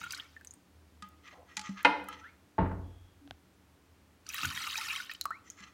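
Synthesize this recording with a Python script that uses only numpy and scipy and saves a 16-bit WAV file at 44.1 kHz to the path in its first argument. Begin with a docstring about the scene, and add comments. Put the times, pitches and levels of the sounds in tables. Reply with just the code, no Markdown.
"""Milk poured into a steel pan

Two glasses of milk go into a saucepan on a stone counter in a small kitchen: clouds of ringing bubbles (gliding
decaying sines), splash clicks, spray and gurgle, then plinking drops. Between the pours and after the second
a whisk scrapes (clicks through pan modes) and taps (struck modes). A hard knock and a cupboard door are
struck modes plus decaying noise bands; the next glass slides (resonated noise) and ticks. A fridge hums."""
import sys
import numpy as np
from scipy import signal
from scipy.fft import rfft, irfft
from scipy.io import wavfile

SR = 44100
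rng = np.random.default_rng(int(sys.argv[2]) if len(sys.argv) > 2 else 0)


def to_wav(sig):
    """Store sig (one row per channel, or 1-D mono) as 16-bit WAV at the path in sys.argv[1].

    Samples outside -1..1 are clipped; the rate is SR.
    """
    pcm = np.clip(np.atleast_2d(sig), -1, 1) * 32767
    pcm = np.round(pcm).astype(np.int16)
    wavfile.write(sys.argv[1], SR, pcm.T)  # frames by channels


N = 253045
T = np.arange(N) / SR
FREQS = np.fft.rfftfreq(N, 1 / SR)

# Table levels are relative: each layer applies its own trim gain.
# loud single bubbles, low and high: [t/s, f/Hz, level/dB]
LOUD_BUBBLES = [(0.015, 1306, -37), (0.037, 1400, -34.5), (0.064, 1355, -35), (0.107, 4730, -30),
                (0.122, 6050, -30), (0.135, 1500, -34.5), (0.147, 4170, -30.5), (0.175, 5400, -37),
                (4.266, 4540, -40), (4.29, 5760, -29.5), (4.301, 2500, -34), (4.342, 1860, -32),
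                (4.382, 2660, -28), (4.432, 1260, -26.5), (4.449, 1460, -25), (4.454, 6600, -27),
                (4.575, 1880, -26.5), (4.672, 1177, -34), (4.756, 2440, -24), (4.781, 865, -38.5),
                (4.812, 2480, -31), (4.961, 3090, -30.5), (5.001, 1470, -31.5), (5.096, 1780, -30),
                (5.114, 2500, -31), (5.149, 2990, -38)]
# modes of the pan wall, damped by the milk: [f/Hz, level/dB, t60/s]
PAN_WALL = [(854, -1.5, 0.24), (1243, 4.5, 0.25), (1317, 2.5, 0.13), (1670, 0, .13), (1930, 4.5, 0.042),
            (2020, 0, 0.083), (2420, -5.5, 0.055), (2680, -12, .1), (3043, -2.5, .1), (3200, -10.5, .08),
            (4060, -3.5, 0.082), (4620, -18, 0.067), (5475, -15.5, .1), (6030, -14, .13), (6360, -13, .11),
            (7100, -16.5, 0.085)]
STROKE_ATTACK_S, STROKE_RELEASE_S = 0.088, 0.25  # whisk strokes


def undb(db):
    """Decibels to gain."""
    return 10 ** (np.asarray(db) / 20)


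def unit(x):
    """Scale to rms 1."""
    return x / (np.std(x) + 1e-12)


def add(out, s, x):
    """Mix x into out from time s."""
    i = int(s * SR)
    out[i:i + len(x)] += x[:max(N - i, 0)]


def colour(x, points):
    """Filter by a (Hz, dB) spectrum."""
    hz, db = np.transpose(points)
    gain = undb(np.interp(np.log(FREQS + 1), np.log(hz), db))
    return irfft(rfft(x) * gain, N)


def band(x, lo_hz, hi_hz, order=2):
    """Causal band-pass."""
    sos = signal.butter(order, [lo_hz, min(hi_hz, .48 * SR)], "band", fs=SR, output="sos")
    return signal.sosfilt(sos, x)


def resonate(x, hz, width):
    """One resonance, gain 1 at its centre."""
    return signal.lfilter(*signal.iirpeak(hz, hz / width, fs=SR), x)


def convolve(x, response):
    """Pass x through an impulse response."""
    return signal.fftconvolve(x, response)[:N]


def fade(t, t60):
    """Exponential decay, 60 dB down at t60."""
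    return np.exp(-np.log(1000) * t / t60)


def envelope(start, length, db, attack_s, release_s):
    """Gain over time: swells by 64 dB up to start, holds db for length, then falls by 64 dB."""
    out = np.zeros(N)
    live = (T > start - attack_s) & (T < start + length + release_s)
    before = np.maximum(start - T[live], 0) / attack_s
    after = np.maximum(T[live] - start - length, 0) / release_s
    out[live] = undb(db) * fade(before + after, 0.94)
    return out


def walk(rate):
    """Random wandering through `rate` knots per second, rms 1."""
    knots = rng.standard_normal(int(T[-1] * rate) + 2)
    return unit(np.interp(T * rate, np.arange(len(knots)), knots))


def ring(modes, scatter_db=0):
    """Struck modes of alternating sign; the place of the blow scatters their strengths."""
    t, out = T[:SR], 0
    for k, (hz, db, t60) in enumerate(modes):
        gain = (-1) ** k * undb(db + scatter_db * rng.standard_normal())
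        out = out + gain * np.sin(2 * np.pi * hz * t) * fade(t, t60)
    return out


def dense_ring(table):
    """Dense overlapping modes as half-octave noise bands, each with its own decay."""
    hz, db, t60 = np.transpose(table)
    out, t = 0, T[:SR]
    for f in np.geomspace(40, 14000, 18):
        noise = unit(band(rng.standard_normal(SR), f / 2 ** (1 / 4), f * 2 ** (1 / 4), order=3))
        gain = undb(np.interp(np.log(f), np.log(hz), db)) * min(f / hz[0], 1) ** 2
        out = out + gain * noise * fade(t, np.interp(np.log(f), np.log(hz), t60))
    return out


def clicks(rate, spread_db):
    """Random impulses of uneven size and either sign, `rate` per second on average."""
    size = undb(spread_db * np.minimum(rng.exponential(size=N), 4))
    return (rng.random(N) < rate / SR) * size * rng.choice([-1, 1], N)


def snap(lo_hz, hi_hz, t60):
    """The brief crackle of a liquid film breaking: band-passed decaying noise."""
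    t = T[:SR // 12]
    return band(rng.standard_normal(len(t)) * fade(t, t60), lo_hz, hi_hz, order=4)


def bubble(hz, t60, rise, hold=1.2):
    """A trapped bubble rings; its pitch glides by the fraction `rise` over t60, and hold > 1 speeds up its decay."""
    t = T[:int(t60 * SR) + 2]
    return np.sin(2 * np.pi * hz * (t + rise * t * t / (2 * t60))) * fade((t / t60) ** hold, 1)


def chirp(hz, t60, rise, hold):
    """A single clear bubble whose neck closes smoothly."""
    tone = bubble(hz, t60, rise, hold)
    return tone * (1 - np.exp(-T[:len(tone)] / 0.00025))  # closing time constant, s


def bubble_cloud(flow, count, lo_hz, hi_hz, cycles, rise, spread_db):
    """Bubbles of random size born while the milk flows, at rms 1 over that time."""
    out, flowing = np.zeros(N), np.flatnonzero(flow > 1e-6)
    for when, size, strength, damping in rng.random((count, 4)):
        hz = lo_hz * (hi_hz / lo_hz) ** size
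        loud = undb(-spread_db * np.log(.04 + strength))
        t60 = cycles * (.3 + damping) / np.sqrt(hz * lo_hz)
        add(out, T[flowing[int(when * len(flowing))]], loud * bubble(hz, t60, rise))
    return out / np.std(out[flowing])


def in_pan(x):
    """The air in the pan above the milk resonates with whatever sounds there."""
    # air resonances: [f/Hz, width/Hz, level/dB]
    cavity = [(1254, 54, 0), (1480, 330, -8.5), (2000, 150, -2), (2350, 66, 6), (4000, 290, -2)]
    return x + sum(undb(db) * resonate(x, hz, width) for hz, width, db in cavity)


def off_walls(x, db):
    """Quick echoes between the steel walls of the pan, as decaying noise."""
    t = T[:SR // 10]
    echoes = band(rng.standard_normal(len(t)), 800, 13000) * fade(t, 0.033) * (t > .001)
    return x + undb(db) * convolve(x, echoes / np.linalg.norm(echoes))


def background():
    """Still kitchen air as coloured noise; fridge hum as narrow noise bands, which waver."""
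    # air spectrum: [f/Hz, level/dB]
    air = [(25, -24.5), (50, -16), (80, -4), (140, -14), (300, -12.5), (500, -18.5), (1300, -22),
           (5000, -31.5), (10000, -36), (16000, -38.5)]
    # fridge hum: [f/Hz, width/Hz, level/dB]
    hum_bands = [(78.2, 2.7, -67.5), (183, 4.7, -77), (286, 16, -73.5)]
    hum = sum(undb(db) * unit(resonate(rng.standard_normal(N), hz, width)) for hz, width, db in hum_bands)
    return undb(-65.5) * unit(colour(rng.standard_normal(N), air)) + hum


def door():
    """A cupboard door meets its frame softly; the panel booms and rattles, and each contact chatters."""
    # panel modes: [f/Hz, level/dB, t60/s]
    panel = [(42.1, -8, .45), (55.5, -4.5, 0.25), (90.3, -1.5, 1), (130, -20, 0.82), (182.7, 0.5, 0.37),
             (276.8, -11.5, 0.7), (321, -3, 0.27), (394.5, -9.5, 0.3), (462.6, -7.5, 0.42),
             (659, -0.5, 0.21), (873, 10.5, 0.077), (910, -7, 0.37), (960, -15, 0.26), (1087, -8, 0.15)]
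    # rattle bands: [f/Hz, level/dB, t60/s]
    rattle_bands = [(50.4, -0.5, 0.93), (160, 6, 0.44), (382, -3.5, 0.61), (1000, -6, 0.57),
                    (1480, -5.5, 0.5), (2500, -16.5, 0.39), (3970, -25.5, 0.25), (6900, -64, 0.18)]
    # contacts with the frame: [t/s, level/dB]
    blows = [(2.581, 6.5), (2.656, 5), (2.712, 2)]
    out, push = np.zeros(N), 1 - fade(T[:SR], 0.025)
    rattle = dense_ring(rattle_bands) * push
    add(out, blows[0][0], undb(-27.5) * ring(panel) * push + undb(-36.5) * rattle)
    chatter = band(rattle, 570, 2700, order=1) * fade(T[:SR], 0.052)
    for s, db in blows:
        add(out, s, undb(db - 38) * chatter)
    return out


def knock():
    """A hard thing lands on its edge, then flat: a noise crack for each, modes from the first."""
    # modes: [f/Hz, level/dB, t60/s]
    modes = [(193, -23.5, 0.45), (290.3, -15, 0.37), (492, -25, 0.099), (565, -12, 0.065),
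             (685, -13, 0.082), (770, -11, .14), (859, 1, 0.081), (960, -1, 0.12), (1000, -14.5, .12),
             (1427, -1.5, 0.064), (1790, -12.5, 0.05), (2104, -0.5, .08), (2051, -1.5, 0.031),
             (2513, -0.5, .08), (3060, -16, .1), (3760, -21.5, 0.031), (9000, -36.5, .25)]
    # crack bands: [f/Hz, level/dB, t60/s]
    crack = [(150, -21, 0.1), (405, -10.5, 0.11), (900, -0.5, 0.05), (2460, 1, 0.061), (4000, -5.5, 0.044),
             (5950, -18.5, 0.019), (8950, -34, .07), (15000, -46, .06)]
    # edge, then flat: [t/s, level/dB]
    blows = [(1.8478, -19.5), (1.854, -27.5)]
    out = np.zeros(N)
    for s, db in blows:
        add(out, s, undb(db) * dense_ring(crack))
    add(out, blows[0][0], undb(-17.0) * ring(modes) * (1 - fade(T[:SR], 0.0043)))
    return out


def glass():
    """The full glass squeaks and judders over the stone (resonated noise), then ticks as it is taken up."""
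    # thin squeak, then low judder: [t/s, length/s, level/dB, f/Hz, width/Hz of each of two passes]
    slides = [(2.837, 0.303, -77, 3310, 250), (3.223, 0.1, -59, 287, 22)]
    # dry ticks as the fingers take up the glass: [t/s, level/dB]
    ticks = [(3.276, -46), (3.3095, -30.5)]
    # tick modes: [f/Hz, level/dB, t60/s]
    tick_modes = [(86, -13, 0.055), (740, -4.5, 0.015), (1530, -7, 0.013), (3380, 3, 0.0027),
                  (6940, -32, 0.0029)]
    out = np.zeros(N)
    for start, length, db, hz, width in slides:
        rub = resonate(resonate(rng.standard_normal(N), hz, width), hz, width)
        out += unit(rub) * envelope(start, length, db, attack_s=0.09, release_s=0.07)
    for s, db in ticks:
        add(out, s, undb(db) * ring(tick_modes))
    return out


def scraping():
    """Wires stick and slip on the steel; each mode of the wall is fed more or less strongly over time."""
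    # strokes: [t/s, length/s, level/dB, high singing re stroke/dB]
    scrapes = [(1.041, 0.016, -54.5, -23.5), (1.249, 0.069, -54, -15), (1.493, 0.012, -58.5, -13),
               (1.563, 0.094, -57, -4), (1.672, 0.0062, -48, -16.5), (1.77, 0.063, -47, -13),
               (2.086, 0.045, -47.5, -17), (2.193, 0.1, -61.5, -15), (5.452, 0.081, -67, -0.5),
               (5.578, 0.088, -55, -8.5)]
    strokes = [envelope(*row[:3], STROKE_ATTACK_S, STROKE_RELEASE_S) for row in scrapes]
    force = sum(strokes)
    singing = sum(stroke * undb(row[3]) for stroke, row in zip(strokes, scrapes))
    slips = clicks(rate=2400, spread_db=2)
    modes = []
    for hz, db, _ in PAN_WALL[1:]:
        modes.append((hz, undb(db + 4 * walk(25)) * unit(resonate(slips, hz, 45 + hz / 100))))
    low = unit(band(sum(x for hz, x in modes if hz < 5000), 1050, 4200, order=3))
    high = unit(band(sum(x for hz, x in modes if hz >= 5000), 5000, 7800))
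    grit = unit(band(slips, 1150, 3300, order=3))
    scrape = undb(-4) * (low + undb(-8.5) * grit) * force
    return (scrape + undb(-2.5) * high * singing) * undb(3.5 * walk(50))


def squeal():
    """One wire grips and slips, faster and faster, with an unsteady pitch, as the whisk slides to rest."""
    # squeals: [t/s, length/s, level/dB, start f/Hz, rise/(octave/s)]
    squeals = [(2.215, 0.025, -51.5, 1320, 2.7), (2.245, 0.0046, -50, 1531, 14)]
    out = np.zeros(N)
    for start, length, db, hz, octaves_per_s in squeals:
        glide = 2 ** np.clip(octaves_per_s * (T - start), -.5, .5)
        phase = 2 * np.pi * np.cumsum(hz * glide * (1 + .04 * walk(400))) / SR
        tone = np.sin(phase) + undb(-21.5) * np.sin(2 * phase)
        out += tone * envelope(start, length, db, STROKE_ATTACK_S, STROKE_RELEASE_S)
    return out * undb(3 * walk(150))


def whisk():
    """Wires scrape, tap the wall, bump the base and swirl the milk into bubbles."""
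    # taps: [t/s, wall ring/dB, click/dB, base thump/dB]
    taps = [(1.023, -43.5, -43, -50.5), (1.568, -49, -28, -63.5), (1.574, -40.5, -35.5, -50),
            (1.593, -44, -34.5, -57.5), (1.613, -48.5, -40, -62.5), (1.691, -53, -51, -33),
            (2.084, -40, -58, -63), (2.127, -43, -50, -63), (5.604, -55.5, -51, -53.5)]
    # modes of the pan's base: [f/Hz, level/dB, t60/s]
    base = [(195, 1.5, 0.25), (275, -14.5, .17), (580, -21.5, 0.05)]
    # milk swirling round the whisk: [t/s, length/s, level/dB]
    swirls = [(1.33, 0.02, -54), (1.391, 0.025, -56)]
    out = scraping() + squeal()
    for s, ring_db, click_db, base_db in taps:
        click = unit(band(rng.standard_normal(SR), 1100, 7000, order=3)) * fade(T[:SR], 0.023)
        blow = undb(ring_db - 13.5) * ring(PAN_WALL, scatter_db=6.5)
        blow = blow + undb(click_db + 3.5) * click + undb(base_db) * ring(base)
        add(out, s, blow * (1 - fade(T[:SR], 0.007)))  # coated wires land softly
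    stir = sum(envelope(*row, STROKE_ATTACK_S / 2, STROKE_RELEASE_S) for row in swirls)
    swirl = bubble_cloud(stir, count=110, lo_hz=465, hi_hz=1050, cycles=24, rise=.05, spread_db=0.0)
    return out + undb(-4.0) * stir * swirl


def drops():
    """Each drop slaps the surface, pinches off one clear bubble and leaves a fizzing crater; brief high pops."""
    # drops from the emptied glass: [t/s, f/Hz, level/dB, pitch glide/fraction, slap re level/dB]
    drips = [(0.198, 2830, -32.5, 0.65, -20.5), (0.365, 1807, -41.5, -0.013, -30),
             (0.411, 1670, -48.5, -0.1, -7), (0.448, 7720, -42.5, 0.26, -1), (0.472, 6500, -35, -0.12, -15),
             (0.509, 6780, -36, 0, -19), (0.538, 8270, -41.5, 0.17, -12), (5.2117, 4280, -24, -0.18, -1),
             (5.255, 1221, -24, -0.13, -5), (5.3062, 1210, -29.5, 0.47, -18),
             (5.501, 6120, -31.5, 0.34, -15)]
    # brief high ticks and pops, of a whisk tap, of the spray and of foam: [t/s, level/dB]
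    pops = [(1.088, -50), (1.83, -43), (2.042, -51.5), (2.087, -38), (4.344, -27.5), (5.137, -38),
            (5.24, -43)]
    cycles_to_60_db, echo_s, echo_db = 22.6, .0046, -3  # echo: one reflection from a near surface
    out = np.zeros(N)
    for s, hz, db, rise, slap_db in drips:
        tone = chirp(hz, cycles_to_60_db / hz, rise, hold=2.32)
        tilt = np.sqrt(hz / 1000)  # higher drops echo and fizz less
        add(out, s, undb(db + 0.5) * tone)
        add(out, s + echo_s, undb(db + echo_db) * tone / tilt)
        add(out, s, undb(db + slap_db) * snap(1500, 16000, t60=0.0068))
        add(out, s, undb(db - 11) * snap(hz / 1.3, 1.6 * hz, t60=.06) / tilt)
    for s, db in pops:
        add(out, s, undb(db + 3.5) * snap(6500, 17000, t60=0.00508))
    return off_walls(out, db=-12)


def glugs():
    """Loud single bubbles pinch off with a crackle and ring; a few long-lived ones flutter and chirp as they surface."""
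    # surfacing bubbles: [t/s, f/Hz, level/dB, t60/s, pitch rise/fraction]
    surfacing = [(0.184, 1424, -41, 0.07, 1), (4.885, 2560, -28, 0.11, 0.4),
                 (4.903, 2460, -27.5, 0.102, 0.22), (5.316, 1700, -42.5, 0.13, 1.0)]
    cycles_to_60_db = 40  # so small bubbles die sooner
    out, rising = np.zeros(N), np.zeros(N)
    for s, hz, db in LOUD_BUBBLES:
        add(out, s, undb(db - 2) * chirp(hz, cycles_to_60_db / hz, rise=0.1, hold=1.5))
        add(out, s, undb(db - 6) * snap(hz / 1.5, 2 * hz, t60=.03))
    for s, hz, db, t60, rise in surfacing:
        add(rising, s, undb(db - 2) * chirp(hz, t60, rise, hold=1.6))
    return off_walls(out + rising * (.6 + .7 * walk(300)), db=-10)


def pour():
    """The stream drags in unevenly clustered bubbles, surges at each loud one, splashes, sprays and gurgles."""
    # pours: [t/s, full flow/s, stream/dB, spray re stream/dB, low bubbles re stream/dB]
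    pours = [(0.0, 0.19, -51.5, -16.5, 2.5), (4.35, 0.6, -39.5, -9.5, 0.5)]
    # bubble spectrum: [f/Hz, level/dB]
    bubble_sizes = [(500, -40), (900, -14.5), (1300, -2), (2500, -2.5), (4000, -3), (6500, -4.5),
                    (10000, -14), (16000, -6)]
    # the stream plunges deep: [t/s, length/s, level/dB]
    plunges = [(0.0, 0.015, -46), (4.433, 0.032, -35.5)]
    _, _, _, spray_db, low_db = np.transpose(pours)
    flows = np.array([envelope(*row[:3], attack_s=.2, release_s=.55) for row in pours])
    flow = flows.sum(0)
    # each loud bubble brings a burst of others
    surge = sum(envelope(s, 0, db - 14.5, attack_s=0.0095, release_s=0.054) for s, _, db in LOUD_BUBBLES)
    plunge = sum(envelope(*row, attack_s=0.033, release_s=0.38) for row in plunges)
    plunge = plunge + undb(-24.5) * flow  # any flow gurgles a little

    low = bubble_cloud(flow, count=1000, lo_hz=710, hi_hz=3295, cycles=27.0, rise=0.22, spread_db=3.5)
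    low = low * undb(1.76 * walk(30))
    high = bubble_cloud(flow, count=3000, lo_hz=2580, hi_hz=15150, cycles=30.5, rise=0.081, spread_db=5)
    high = high * undb(2 * walk(45))
    splash = unit(band(clicks(rate=11000, spread_db=1.5), 540, 22000)) * undb(3.9 * walk(70))
    stream = low * (undb(low_db) @ flows + surge)
    stream = stream + (undb(2.5) * high + undb(-9.0) * splash) * (flow + surge)
    stream = undb(-4.5) * off_walls(in_pan(colour(stream, bubble_sizes)), db=-8.5)

    mist = bubble_cloud(flow, count=4000, lo_hz=6770, hi_hz=15600, cycles=38, rise=.03, spread_db=5.5)
    spray = undb(-5) * band(mist, 6200, 13500) * (undb(spray_db) @ flows)
    deep = bubble_cloud(plunge, count=700, lo_hz=73.6, hi_hz=327, cycles=22, rise=0.11, spread_db=-4)
    gurgle = undb(-8) * band(deep, 54, 295) * plunge
    return stream + spray + gurgle


def scene():
    """Near sounds are almost dry; the knock and the door fill the room more."""
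    # kitchen reverberation: [f/Hz, level/dB, t60/s]
    kitchen = [(100, -16.5, 0.56), (313, -5.5, 0.66), (993, -0.5, 0.5), (2440, -2.5, 0.46),
               (6000, 4.5, 0.48), (15000, -3, .22)]
    milk, wires, hard, thud = pour() + glugs() + drops(), whisk(), knock(), door()
    room = dense_ring(kitchen) * (1 - fade(T[:SR], 0.007))  # reflections build up gradually
    bright = band(wires, 500, 9000, order=1)  # the small pan radiates little bass
    send = undb(-19.5) * milk + undb(-15) * bright + undb(-10.5) * hard + undb(-14.5) * thud
    wet = convolve(send, room / np.linalg.norm(room))
    return (milk + wires + hard + thud + glass() + wet + background())[None]


def record(dry):
    """A phone cuts the deepest bass and the top, and rounds the loudest peaks."""
    x = signal.sosfilt(signal.butter(8, 38, "high", fs=SR, output="sos"), dry)
    x = .55 * np.tanh(x / .55)
    return signal.sosfilt(signal.ellip(10, .2, 70, 16000, fs=SR, output="sos"), x)


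dry = scene()
out = record(dry)
to_wav(out)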